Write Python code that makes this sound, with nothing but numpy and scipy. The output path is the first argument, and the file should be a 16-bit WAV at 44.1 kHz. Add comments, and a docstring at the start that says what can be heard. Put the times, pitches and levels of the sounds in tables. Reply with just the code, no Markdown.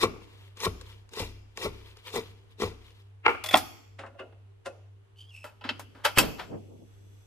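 """A hard-walled kitchen, a stereo microphone on the counter, two motors humming a little out of step.
Close on the left a big knife slices cabbage six times: cells burst and a thick wooden board knocks.
The knife is laid down beside the microphone, handle first, and its blade clatters flat.
The cook walks off to hollow knocks; across the room a hinge squeaks, latches click and a door shuts."""
import sys
import numpy as np
from scipy import signal
from scipy.fft import rfft, irfft
from scipy.io import wavfile

SR = 44100
rng = np.random.default_rng(int(sys.argv[2]) if len(sys.argv) > 2 else 0)


def wav_out(sig):
    """Save sig, one row per channel (or a flat mono array), as 16-bit PCM at SR to the path in sys.argv[1]."""
    wavfile.write(sys.argv[1], SR, np.round(np.clip(np.atleast_2d(sig).T, -1, 1) * 32767).astype(np.int16))


N = 320166
TIME = np.arange(N) / SR


def from_db(db):
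    """Gain of a level in dB."""
    return np.exp(np.asarray(db) * np.log(10) / 20)


def rms_one(x):
    """Scale to rms 1."""
    return x / np.sqrt(np.mean(x ** 2) + 1e-20)


def in_time(rows, outside=None):
    """Columns joined by straight lines in time, one value a sample."""
    times, *columns = np.transpose(rows)
    return [np.interp(TIME, times, column, outside, outside) for column in columns]


def at_hz(points, hz):
    """Read a curve on a log frequency axis."""
    known_hz, values = np.transpose(points)
    return np.interp(np.log(np.maximum(hz, 1)), np.log(known_hz), values)


def band(x, low_hz, high_hz):
    """Band-pass."""
    sos = signal.butter(2, [low_hz, min(high_hz, .45 * SR)], "band", fs=SR, output="sos")
    return signal.sosfilt(sos, x + 1e-18)


def colour(x, spectrum):
    """Give a dense sound a spectrum; rms 1."""
    hz = np.fft.rfftfreq(N, 1 / SR)
    return rms_one(irfft(rfft(x) * from_db(at_hz(spectrum, hz)), N))


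def drift(rate_hz):
    """Smooth random wander; rms 1."""
    r = np.exp(-80 * np.pi * rate_hz / SR)
    slow = signal.lfilter([1], [1, -2 * r, r * r], rng.standard_normal(N // 40 + 2002))[2000:]
    return np.interp(np.arange(N) / 40, np.arange(len(slow)), rms_one(slow))


def body(force, modes, uneven_db=2.5):
    """A force rings a body's modes, each with wandering strength; neighbours swing opposite ways."""
    out = 0
    for k, (hz, level_db, t60) in enumerate(modes):
        r, w = from_db(-60 / (t60 * SR)), 2 * np.pi * hz / SR
        drive = force * from_db(level_db + uneven_db * drift(15)[:force.shape[-1]]) + 1e-18
        out = out + (-1) ** k * signal.lfilter([0, np.sin(w)], [1, -2 * r * np.cos(w), r * r], drive)
    return out


def resonances(peaks, white):
    """Noise through narrow resonances."""
    return sum(from_db(db) * rms_one(band(white, hz - w / 2, hz + w / 2)) for hz, w, db in peaks)


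def grains(per_s, spread_db):
    """Random clicks of uneven size; rms 1."""
    sizes = from_db(spread_db * np.minimum(rng.exponential(1, N), 4)) * rng.choice([-1, 1], N)
    return rms_one(sizes * (rng.random(N) < per_s / SR))


def impulses(times, levels_db):
    """One click at each time."""
    out = np.zeros(N)
    out[(np.asarray(times) * SR).astype(int)] = from_db(levels_db)
    return out


def dying(start_s, t60):
    """Silent before the start, then falling 60 dB in t60."""
    age = TIME - start_s
    return (age >= 0) * from_db(-60 * np.maximum(age, 0) / t60)


def swell(start_s, top_s, start_db, top_db, t60, bite_s=0.021):
    """Bites at the start, grows evenly in dB to its top, then dies."""
    corners = [(start_s - bite_s, start_db - 28), (start_s, start_db), (top_s, top_db)]
    return from_db(in_time(corners, outside=-200)[0]) + from_db(top_db) * dying(top_s + 1 / SR, t60)


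def thuds(rows, low_hz, high_hz):
    """Bursts of low noise that start at once and die."""
    envelope = sum(from_db(db) * dying(s, t60) for s, db, t60 in rows)
    return envelope * rms_one(band(rng.standard_normal(N), low_hz, high_hz))


def place(x, pan_db, lag):
    """At the microphone the left side is pan_db louder and the right `lag` samples later."""
    x = np.atleast_2d(x)
    late = np.interp(np.arange(N) - lag, np.arange(N), x[-1])
    return np.array([x[0], late]) * from_db([[pan_db / 2], [-pan_db / 2]])


# Motor housings droning in the room: (frequency [Hz], width [Hz], level [dB])
HOUSING_DRONES = [(392, 14, -75), (454.3, 15, -77)]

def motors(white, hum_hz=100.08, hum_db=-54.8, beat_hz=2.28, beat_top_s=4.43):
    """Two close motor tones beat slowly over the drone of their housings."""
    phase = 2 * np.pi * hum_hz * TIME
    first = from_db(1.2 * drift(6)) * np.sin(phase)
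    second = .5 * np.sin(phase - 2 * np.pi * beat_hz * (TIME - beat_top_s))
    return np.sqrt(2) * from_db(hum_db) * (first + second) + resonances(HOUSING_DRONES, white)


# Room tone all round the microphone: (frequency [Hz], density [dB])
ROOM_TONE_SPECTRUM = [(15, -40), (25, -12), (74, -5.5), (92, -9.5), (108, -18), (130, -18.5), (157, -25),
                      (277, -22), (439, -24.5), (863, -25), (2280, -32.5), (2610, -32.5), (2910, -31.5),
                      (5280, -44.5), (11600, -47.5), (16000, -69)]
# Its slow rise and fall: (time [s], level [dB])
ROOM_TONE_LEVEL = [(0, -61), (3.0, -64.5), (5.0, -66.5), (6.5, -58), (7.26, -63.5)]

def room_tone(white, loud, wash_db=-36, wash_t60=.6):
    """Low room noise; the house answers loud sounds with a dull wash."""
    air = colour(white, ROOM_TONE_SPECTRUM)
    level = from_db(in_time(ROOM_TONE_LEVEL)[0] + 0.5 * drift(6))
    decay = from_db(-120 / (wash_t60 * SR))
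    lingering_power = signal.lfilter([20 * (1 - decay)], [1, -decay], np.mean(loud ** 2, axis=0))
    return level * air + from_db(wash_db) * np.sqrt(lingering_power) * band(air, 56, 16000)


# Cabbage leaf cracking, heard close: (frequency [Hz], density [dB])
LEAF_SPECTRUM = [(290, -24.5), (500, -6.5), (586, -17), (784, -29), (906, -7), (1460, -14.5), (1980, -9),
                 (2570, -8.5), (3340, -3), (5700, -12), (8000, -13.5), (11500, -16), (16000, -19)]

def wet_cracks(clicks, t60=0.0064):
    """Each click becomes a moment of noise, a wet crack in a leaf."""
    decay = from_db(-120 / (t60 * SR))
    envelope = np.sqrt(signal.lfilter([1], [1, -decay], clicks ** 2 + 1e-18))
    return colour(envelope * rng.standard_normal(N), LEAF_SPECTRUM)


# Knife strokes, close left: (landing time [s], cut length [s], crunch top before landing [s],
# entry [dB], crunch [dB], rumble [dB], t60 [s], knock [dB], thump [dB], relative treble [dB])
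KNIFE_STROKES = [(0.039, 0.032, 0.0041, -29.5, -24, -18.5, 0.098, -20, -38, -15),
                 (0.666, 0.07, 0.016, -46, -24.5, -28, 0.1, -18, -33, -6),
                 (1.202, 0.083, 0.0024, -54, -31.5, -37, 0.26, -53, -32, -11),
                 (1.661, 0.091, 0.011, -48.5, -31.5, -29.5, 0.12, -37, -33.5, -8.5),
                 (2.17, 0.058, 0.0094, -54.5, -31.5, -29.5, 0.17, -44, -43, -2.5),
                 (2.634, 0.045, 0.014, -51, -28.5, -29, 0.22, -17.5, -36, -21)]
# Modes of the blade held in the hand: (frequency [Hz], level [dB], t60 [s])
HELD_BLADE_MODES = [(1020, -2, .02), (1880, -3, .03), (2030, 0, .03), (2340, 0, .035), (2760, 0, .03),
                    (3580, 1, .035), (4190, -1, .03), (4900, 0, .03), (5750, 3, .03), (6350, 0, .03)]

def cabbage_crunch(blade_share=.6):
    """Cells burst as dense wet cracks; part of the crunch sings through the blade."""
    crunch, treble = 0, 0
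    for lands, lasts, early, entry_db, crunch_db, _, t60, _, _, treble_db in KNIFE_STROKES:
        stroke = swell(lands - lasts, lands - early, entry_db, crunch_db, t60)
        crunch = crunch + stroke
        treble = treble + from_db(treble_db) * stroke
    dense = grains(10000 * from_db(2 * drift(60)), spread_db=-2)
    lone = from_db(-30) * grains(150, spread_db=-12)
    cracks = wet_cracks(dense + lone)
    cracks = rms_one(cracks + blade_share * rms_one(body(cracks, HELD_BLADE_MODES)))
    dull = signal.lfilter([.45], [1, -.55], cracks)  # below about 4 kHz
    return crunch * dull + treble * (cracks - dull)


# Modes of the thick wooden board: (frequency [Hz], level [dB], t60 [s])
BOARD_MODES = [(193, -9, 0.014), (252.6, -16.5, 0.058), (326, -13, 0.021), (414, 3.5, 0.025),
               (481.4, 0.5, 0.031), (543, -10, 0.03), (700, -10, .02), (887, -8.5, 0.028), (958, -8, 0.022),
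               (1109, -7, 0.026), (1392, -16, 0.036), (2017, -19, 0.049), (2317, -13, 0.051)]

def board_rumble(rise_db=27):
    """The juddering cut shakes the board, harder and harder until the edge lands."""
    envelope = sum(swell(lands - lasts, lands, db - rise_db, db, 0.95 * t60)
                   for lands, lasts, _, _, _, db, t60, *_ in KNIFE_STROKES)
    return envelope * rms_one(body(grains(1500, spread_db=1), BOARD_MODES))


# The blade breaks through a layer or rocks after landing: (time [s], level [dB])
BOARD_JOLTS = [(.0415, -16.5), (.096, -41), (0.137, -39), (0.16, -39), (0.217, -43), (0.632, -30.5),
               (0.751, -51), (1.135, -58), (1.171, -29), (1.203, -31), (1.228, -32), (1.575, -28),
               (1.64, -27.5), (2.139, -30.5), (2.146, -33), (2.156, -31.5), (2.177, -26), (2.203, -41),
               (2.601, -28.5), (2.62, -19.5), (2.628, -39), (2.673, -35), (2.714, -44)]
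# The loose board wobbles on the counter: (time [s], level [dB], t60 [s])
BOARD_WOBBLES = [(.042, -36, 0.41), (.67, -39.5, 0.35), (1.2, -40.5, 0.39), (1.665, -44, 0.33),
                 (2.17, -50, 0.46), (2.635, -37.5, 0.3)]
# Modes of the counter under the board: (frequency [Hz], level [dB], t60 [s])
COUNTER_MODES = [(34.7, -7.5, 0.84), (66.95, -9, 1), (92, 0.5, 0.24), (109, -2.5, 0.2), (159, -13, 0.3)]

def edge_landings():
    """Blunt contacts ring the board and set it wobbling; the counter under it thumps."""
    times, *_, knock_db, thump_db, _ = np.transpose(KNIFE_STROKES)
    contacts = impulses(times, knock_db) + impulses(*np.transpose(BOARD_JOLTS))
    blunt = signal.lfilter([.2], [1, -.8], contacts)
    knock = body(blunt, BOARD_MODES) + thuds(BOARD_WOBBLES, 140, 340)
    thump = band(body(impulses(times, thump_db), COUNTER_MODES), 30, 400)
    return knock, thump


# Leaves shifting under the hand, close left: (middle time [s], length [s], level [dB])
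LEAF_SHUFFLES = [(0.234, 0.036, -57.5), (0.389, 0.21, -57), (0.578, 0.033, -52), (0.813, 0.0082, -62),
                 (0.883, 0.18, -57), (1.334, 0.14, -65), (2.304, 0.23, -67), (1.958, 0.67, -61),
                 (2.076, 0.049, -56), (2.522, 0.039, -65), (2.891, 0.24, -61)]

def leaf_rustle():
    """Loose shreds brush each other in soft, dull clumps."""
    envelope = sum(from_db(db) * np.exp(-(2 * (TIME - s) / length) ** 2)
                   for s, length, db in LEAF_SHUFFLES)
    shreds = wet_cracks(grains(9000, spread_db=-2)) * from_db(3 * drift(9))
    return envelope * (band(shreds, 100, 4300) + 0.69 * shreds)


# Thick ribs snapping on the board: (time [s], level [dB])
RIB_SNAPS = [(0.571, -38), (0.6029, -27), (0.625, -33), (0.812, -35.5), (1.091, -47.5), (1.1347, -35),
             (1.166, -41), (1.195, -30), (1.5734, -27.5), (1.854, -66), (1.904, -52), (1.969, -43.5),
             (2.103, -38.5), (2.1452, -30.5), (2.599, -37), (2.617, -47), (2.905, -53), (2.961, -67),
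             (3.019, -59)]

def rib_snaps():
    """A rib tears for a few milliseconds and rings the board."""
    envelope = signal.lfilter([1], [1, -.995], impulses(*np.transpose(RIB_SNAPS)))
    tears = envelope * rng.standard_normal(N)
    return band(tears, 1100, 6700) + from_db(-33.5) * body(tears, BOARD_MODES)


def blows(events, modes, low_hz=300, mid_top_hz=4000, top_hz=15000, crack_top_hz=3200):
    """Each blow is a crack in a rattle that swells and dies, heard directly and through the modes."""
    edges_hz = np.array([(low_hz, 1600), (1500, mid_top_hz), (4000, top_hz), (600, crack_top_hz)])
    lead = SR // 20
    start = int(events[0][0] * SR) - lead
    span = min(int(events[-1][0] * SR) + SR, N) - start
    t = np.arange(-lead, SR // 3) / SR
    forces = np.zeros((4, 2, 2, span + SR))  # band, direct or ringing, left or right, sample
    crack = np.arange(len(t)) == lead + int(.001 * SR)  # just after the rattle's top
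    for s, crack_db, *rattle_db, ring_db, pan_db, swell_s, t60 in events:
        shape = np.where(t < 0, np.exp(np.minimum(t, 0) / swell_s), from_db(-60 * t / max(t60, .004)))
        mid, side = rng.standard_normal((2, len(t)))
        rattle = shape * (mid + .45 * side * [[1], [-1]])
        bands_db = np.array([*rattle_db, crack_db])[:, None, None]
        gains = from_db(bands_db + [[0], [ring_db]] + [pan_db / 2, -pan_db / 2])
        gains[2] *= from_db([.25, -.25])  # treble reaches the left side more freely
        sources = np.array([rattle, rattle, rattle, [crack, crack]])
        at = int(s * SR) - lead - start
        forces[..., at:at + len(t)] += gains[..., None] * sources[:, None]
    shares = 2 * np.diff(edges_hz)[:, 0] / SR  # what each band keeps of a click's height
    shares[:3] **= .5  # or of a noise's rms
    direct, ringing = sum(band(band(force[..., :span], low / 1.2, high * 1.2), low, high) / share
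                          for force, (low, high), share in zip(forces, edges_hz, shares))
    return np.pad(direct + body(ringing, modes), [(0, 0), (start, N - start - span)])


# The handle meets the counter beside the microphone: (time [s], crack [dB], rattle low [dB],
# mid [dB], treble [dB], relative ring [dB], left over right [dB], swell [s], rattle t60 [s])
HANDLE_BLOWS = [(3.2635, -0.3, -23.5, -17, -52.5, -31, 2, 0.0053, 0.04),
                (3.28, -6, -26, -28, -52.5, -28.5, 0, 0.0012, 0.087),
                (3.2926, -14, -28.5, -26.5, -54.5, -33, -2, .001, 0.034),
                (3.3, -19.5, -30.5, -32.5, -54.5, -31, -1, .001, 0.16),
                (3.348, -32.5, -37, -37.5, -66, -47.5, 1.5, .001, 0.079)]
# Modes of the handle: (frequency [Hz], level [dB], t60 [s])
HANDLE_MODES = [(470, -5, .06), (830, -8, .03), (930, -7, 0.04), (1040, -8, .04), (1420, -7, 0.04),
                (2040, -8, 0.04), (2380, -10, .035), (2600, -7, .035), (2900, -10, 0.03)]

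def knife_handle():
    """The handle strikes the counter and settles in ever softer blows."""
    return blows(HANDLE_BLOWS, HANDLE_MODES, mid_top_hz=2650, crack_top_hz=2480)


# The blade meets the counter, close and a little right: columns as HANDLE_BLOWS
BLADE_BLOWS = [(3.4395, -30, -42, -35, -36, -32.5, 5, .0007, 0.067),
               (3.4605, -32.5, -47, -34.5, -36.5, -33, 4.5, 0.0006, 0.083),
               (3.488, -30, -48.5, -35.5, -37, -27, 3.5, 0.0008, 0.059),
               (3.51, -27.5, -40.5, -33, -39, -36, 4.5, 0.00072, 0.078),
               (3.532, -29.5, -40, -31.5, -38.5, -35.5, 0.5, 0.0045, 0.037),
               (3.5413, -1.5, -23, -25.5, -35, -25.5, 2, 0.0033, 0.024),
               (3.553, -12, -22, -31.5, -34.5, -32, 4.5, .001, 0.093),
               (3.559, -17, -28, -28.5, -31, -43, -1, 0.00067, 0.032),
               (3.571, -19, -34.5, -31, -29.5, -40.5, 1.5, 0.00091, .12)]
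# Modes of the blade on the counter: (frequency [Hz], level [dB], t60 [s])
LOOSE_BLADE_MODES = [(629, -1, 0.05), (750, -2, 0.045), (870, -5, .04), (1000, -5, 0.045), (1085, -8, 0.07),
                     (1180, -5, 0.04), (1440, -12, .04), (1880, -6, 0.02), (2740, -5, .02), (3300, 5, .012),
                     (3520, 5, 0.018), (4800, -10, .025), (5700, -9, .025), (9040, -4, 0.02),
                     (11800, -4, .02), (13300, -1, 0.03), (14800, -4, .025)]

def blade_clatter():
    """The blade chatters against the counter, then drops flat."""
    return blows(BLADE_BLOWS, LOOSE_BLADE_MODES, crack_top_hz=3700)


# Thuds through floor and counter: (time [s], level [dB], t60 [s])
FLOOR_THUDS = [(3.539, -27, 0.21), (3.994, -51, 0.5), (4.2, -52, 0.23), (4.67, -54.5, 0.21),
               (5.445, -57, 0.21), (5.65, -41.5, 0.29), (5.71, -46.5, 0.18), (5.82, -61.5, 0.14),
               (5.948, -53, .2), (6.173, -25.5, 0.13)]

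def floor_thuds():
    """Floor and counter carry blows to the microphone as dull thuds."""
    return thuds(FLOOR_THUDS, 230, 310)


# Knocks from across the room: columns as HANDLE_BLOWS
FAR_KNOCKS = [(3.991, -40, -43, -45.5, -60.5, -41, 1.5, 0.0027, 0.18),
              (4.036, -40, -42, -72.5, -92, -37.5, 3, 0.00069, 0.2),
              (4.064, -55, -50, -55, -66, -26.5, 2.5, 0.0016, 0.08),
              (4.15, -67, -68, -83, -93, -16.5, 0, .01, 0.084),
              (4.196, -56, -46, -47, -67.5, -22.5, 3, 0.0052, 0.11),
              (4.325, -77.5, -61, -63, -87, -31.5, -2, 0.00097, 0.05),
              (4.661, -27, -38.5, -43.5, -47.5, -26.5, 2.5, 0.0037, 0.1)]
# Modes of the far furniture: (frequency [Hz], level [dB], t60 [s])
FURNITURE_MODES = [(375, -12, .12), (535, -8, .17), (568, -9, .2), (670, -12, .12), (807, -14, .07),
                   (1007, -15, .05), (1180, -16, .05), (1394, -13, .07), (2130, -11, .04), (2570, -8, .05),
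                   (2900, -8, .04)]
# Low wash after the knocks: (time [s], level [dB], t60 [s])
KNOCK_TAILS = [(4.0, -52, 0.48), (4.2, -45, 0.42), (4.665, -48.5, 0.51)]

def hollow_knocks():
    """Knocks ring the far furniture, and a hollow wash lingers."""
    knocks = blows(FAR_KNOCKS, FURNITURE_MODES, low_hz=363.5, mid_top_hz=3250, top_hz=9360,
                   crack_top_hz=2427)
    return knocks + thuds(KNOCK_TAILS, 376, 660)


# The door hinge, across the room: (time [s], pitch [Hz], level [dB])
HINGE_SQUEAK = [(5.16, 2960, -63.5), (5.185, 3070, -49.5), (5.215, 3100, -47), (5.25, 3105, -54.5),
                (5.28, 3265, -61), (5.306, 3290, -50), (5.31, 2850, -58), (5.325, 2720, -53),
                (5.362, 2650, -44), (5.41, 2660, -49.5), (5.44, 2650, -50.5), (5.5, 2570, -59)]

def hinge_squeak(rasp_db=-20.5):
    """Uneven slips make the hinge sing a rough tone over a broad scrape."""
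    hz, level_db = in_time(HINGE_SQUEAK)
    turning = (TIME >= HINGE_SQUEAK[0][0]) & (TIME <= HINGE_SQUEAK[-1][0])
    phase = 2 * np.pi * np.cumsum(hz * (1 + .01 * drift(160))) / SR
    overtones = np.where(hz > 2900, .15 * np.sin(1.5 * phase) + .05 * np.sin(2 * phase),
                         .12 * np.sin(2 * phase) + .08 * np.sin(3 * phase))
    tone = (.65 + .6 * drift(150)) * np.sin(phase) + drift(200) * overtones
    rasp = from_db(rasp_db) * rms_one(band(grains(4000, spread_db=2), 2500, 12000))
    return turning * from_db(level_db + drift(88)) * (tone + rasp)


# Low rumble in the room: (time [s], level [dB])
RUMBLE_LEVEL = [(5.4, -84.5), (5.7, -56), (5.95, -71), (6.5, -55), (6.9, -67), (7.26, -65.5)]
# Thin hiss in the room: (time [s], level [dB])
THIN_HISS_LEVEL = [(5.0, -100), (6.4, -78), (7.26, -72.5)]
# Its bands: (frequency [Hz], width [Hz], level [dB])
HISS_BANDS = [(3430, 200, -6), (5310, 250, -10), (6100, 800, -4), (7700, 450, -5), (11600, 400, -9),
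              (12500, 400, -11)]

def rumble_and_hiss(white):
    """A low rumble comes up as the door moves, and a thin banded hiss follows."""
    rumble = from_db(in_time(RUMBLE_LEVEL)[0] + 7.1 * drift(4)) * rms_one(band(white, 110, 460))
    hiss = rms_one(resonances(HISS_BANDS, white) + .9 * rms_one(band(white, 2000, 13000)))
    return rumble + from_db(in_time(THIN_HISS_LEVEL)[0]) * hiss


# Latches and the shutting door, across the room: columns as HANDLE_BLOWS
LATCH_BLOWS = [(5.442, -32, -42.5, -52.5, -54.5, -31, 2, 0.00066, 0.2),
               (5.611, -45.5, -52, -56.5, -77, -28.5, 0.5, 0.00098, .15),
               (5.641, -31, -41, -42.5, -69.5, -42.5, 1.5, 0.0015, 0.34),
               (5.691, -17, -36, -26.5, -55.5, -34, 2, 0.0006, 0.081),
               (5.795, -43.5, -41, -47, -46, -47, 2, 0.00072, 0.11),
               (5.951, -48.5, -55.5, -63, -76.5, -41, 2.5, 0.0025, 0.87),
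               (6.0515, -24, -20.5, -22, -30.5, -35.5, 2, 0.0032, 0.12),
               (6.165, -39, -52.5, -43, -49, -19.5, 4, 0.0055, .03),
               (6.175, -7.5, -24.5, -25.5, -35, -48.5, -0.5, 0.0032, 0.25),
               (6.1843, -17, -26, -21, -17, -24.5, 3.5, 0.00091, 0.1),
               (6.397, -26.5, -38, -41, -57, -66, 4, 0.0064, 0.19)]
# Modes of door and latches: (frequency [Hz], level [dB], t60 [s])
DOOR_MODES = [(605, -4.5, 0.036), (800, -9, 0.05), (994, -7, .04), (1280, -9, 0.029), (2250, -9, 0.025),
              (2560, -2, 0.02), (2710, -1, .022), (2935, -2, .02), (3300, -0.5, .025), (4500, -7.5, .03),
              (5500, -7, 0.02), (7490, -7, .025), (9400, -8, 0.025), (12000, -7.5, 0.025),
              (13260, -3, .025)]

def door_latches():
    """Latches click and the door shuts, each blow ringing briefly."""
    return blows(LATCH_BLOWS, DOOR_MODES, low_hz=464)


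def door_boom(slam_s=6.174):
    """The slam shakes air and floor: a low boom and a longer, uneven shudder."""
    boom = from_db(-23.5) * dying(slam_s, t60=0.42)
    shudder = from_db(-38 + 1.9 * drift(4)) * dying(slam_s, t60=0.87)
    return (boom + shudder) * rms_one(band(rng.standard_normal((2, N)), 27, 450))


# Reverberation between the hard walls: (frequency [Hz], t60 [s])
KITCHEN_T60 = [(60, 0.21), (250, 0.54), (430, 1), (600, .55), (1000, 0.54), (4000, 0.74), (14000, 0.43)]

def kitchen_reverb(x):
    """Dense reflections, different left and right, die by octave band."""
    t = np.arange(SR) / SR
    white = rng.standard_normal((2, SR))
    tail = sum(band(white, hz, 2 * hz) * from_db(-60 * t / at_hz(KITCHEN_T60, 1.3 * hz))
               for hz in 60 * 2. ** np.arange(9))
    tail = tail * np.clip(t / 0.006, 0, 1) / np.sqrt(np.sum(tail ** 2) / 2)
    flutter = .7 + .7 * drift(110)  # so no clear note hangs in the room
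    return signal.fftconvolve(x * flutter, tail, axes=1)[:, :N]


def scene():
    """Board close on the left, knife beside the microphone, door across the room."""
    cutting = cabbage_crunch() + board_rumble() + leaf_rustle() + rib_snaps()
    knock, thump = edge_landings()
    cut_lag = 6 + 2 * drift(150)  # cracks come from all along the cut, so their lag wanders
    board = place(cutting, pan_db=3, lag=cut_lag) + place(knock, pan_db=3, lag=6)
    knife = place(knife_handle(), pan_db=1, lag=6.5) + place(blade_clatter(), pan_db=-2.5, lag=1)
    far = place(floor_thuds() + hollow_knocks() + hinge_squeak() + door_latches(), pan_db=-1, lag=1)
    direct = board + knife + far
    lows = place(thump, pan_db=2, lag=8.6) + door_boom()
    reverb = kitchen_reverb(from_db(-16.5) * (board + far) + from_db(-15) * knife)
    mid, side = rng.standard_normal((2, N))
    white = mid + 1.1 * side * [[1], [-1]]
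    background = motors(white) + room_tone(white, direct) + rumble_and_hiss(white)
    return direct + lows + reverb + background


def record(dry):
    """At the microphone, peaks are rounded and the top is cut near 16 kHz."""
    rounded = 1.5 * np.tanh(dry / 1.5)
    return signal.sosfilt(signal.cheby2(12, 60, 16300, fs=SR, output="sos"), rounded)


dry = scene()
out = record(dry)
wav_out(out)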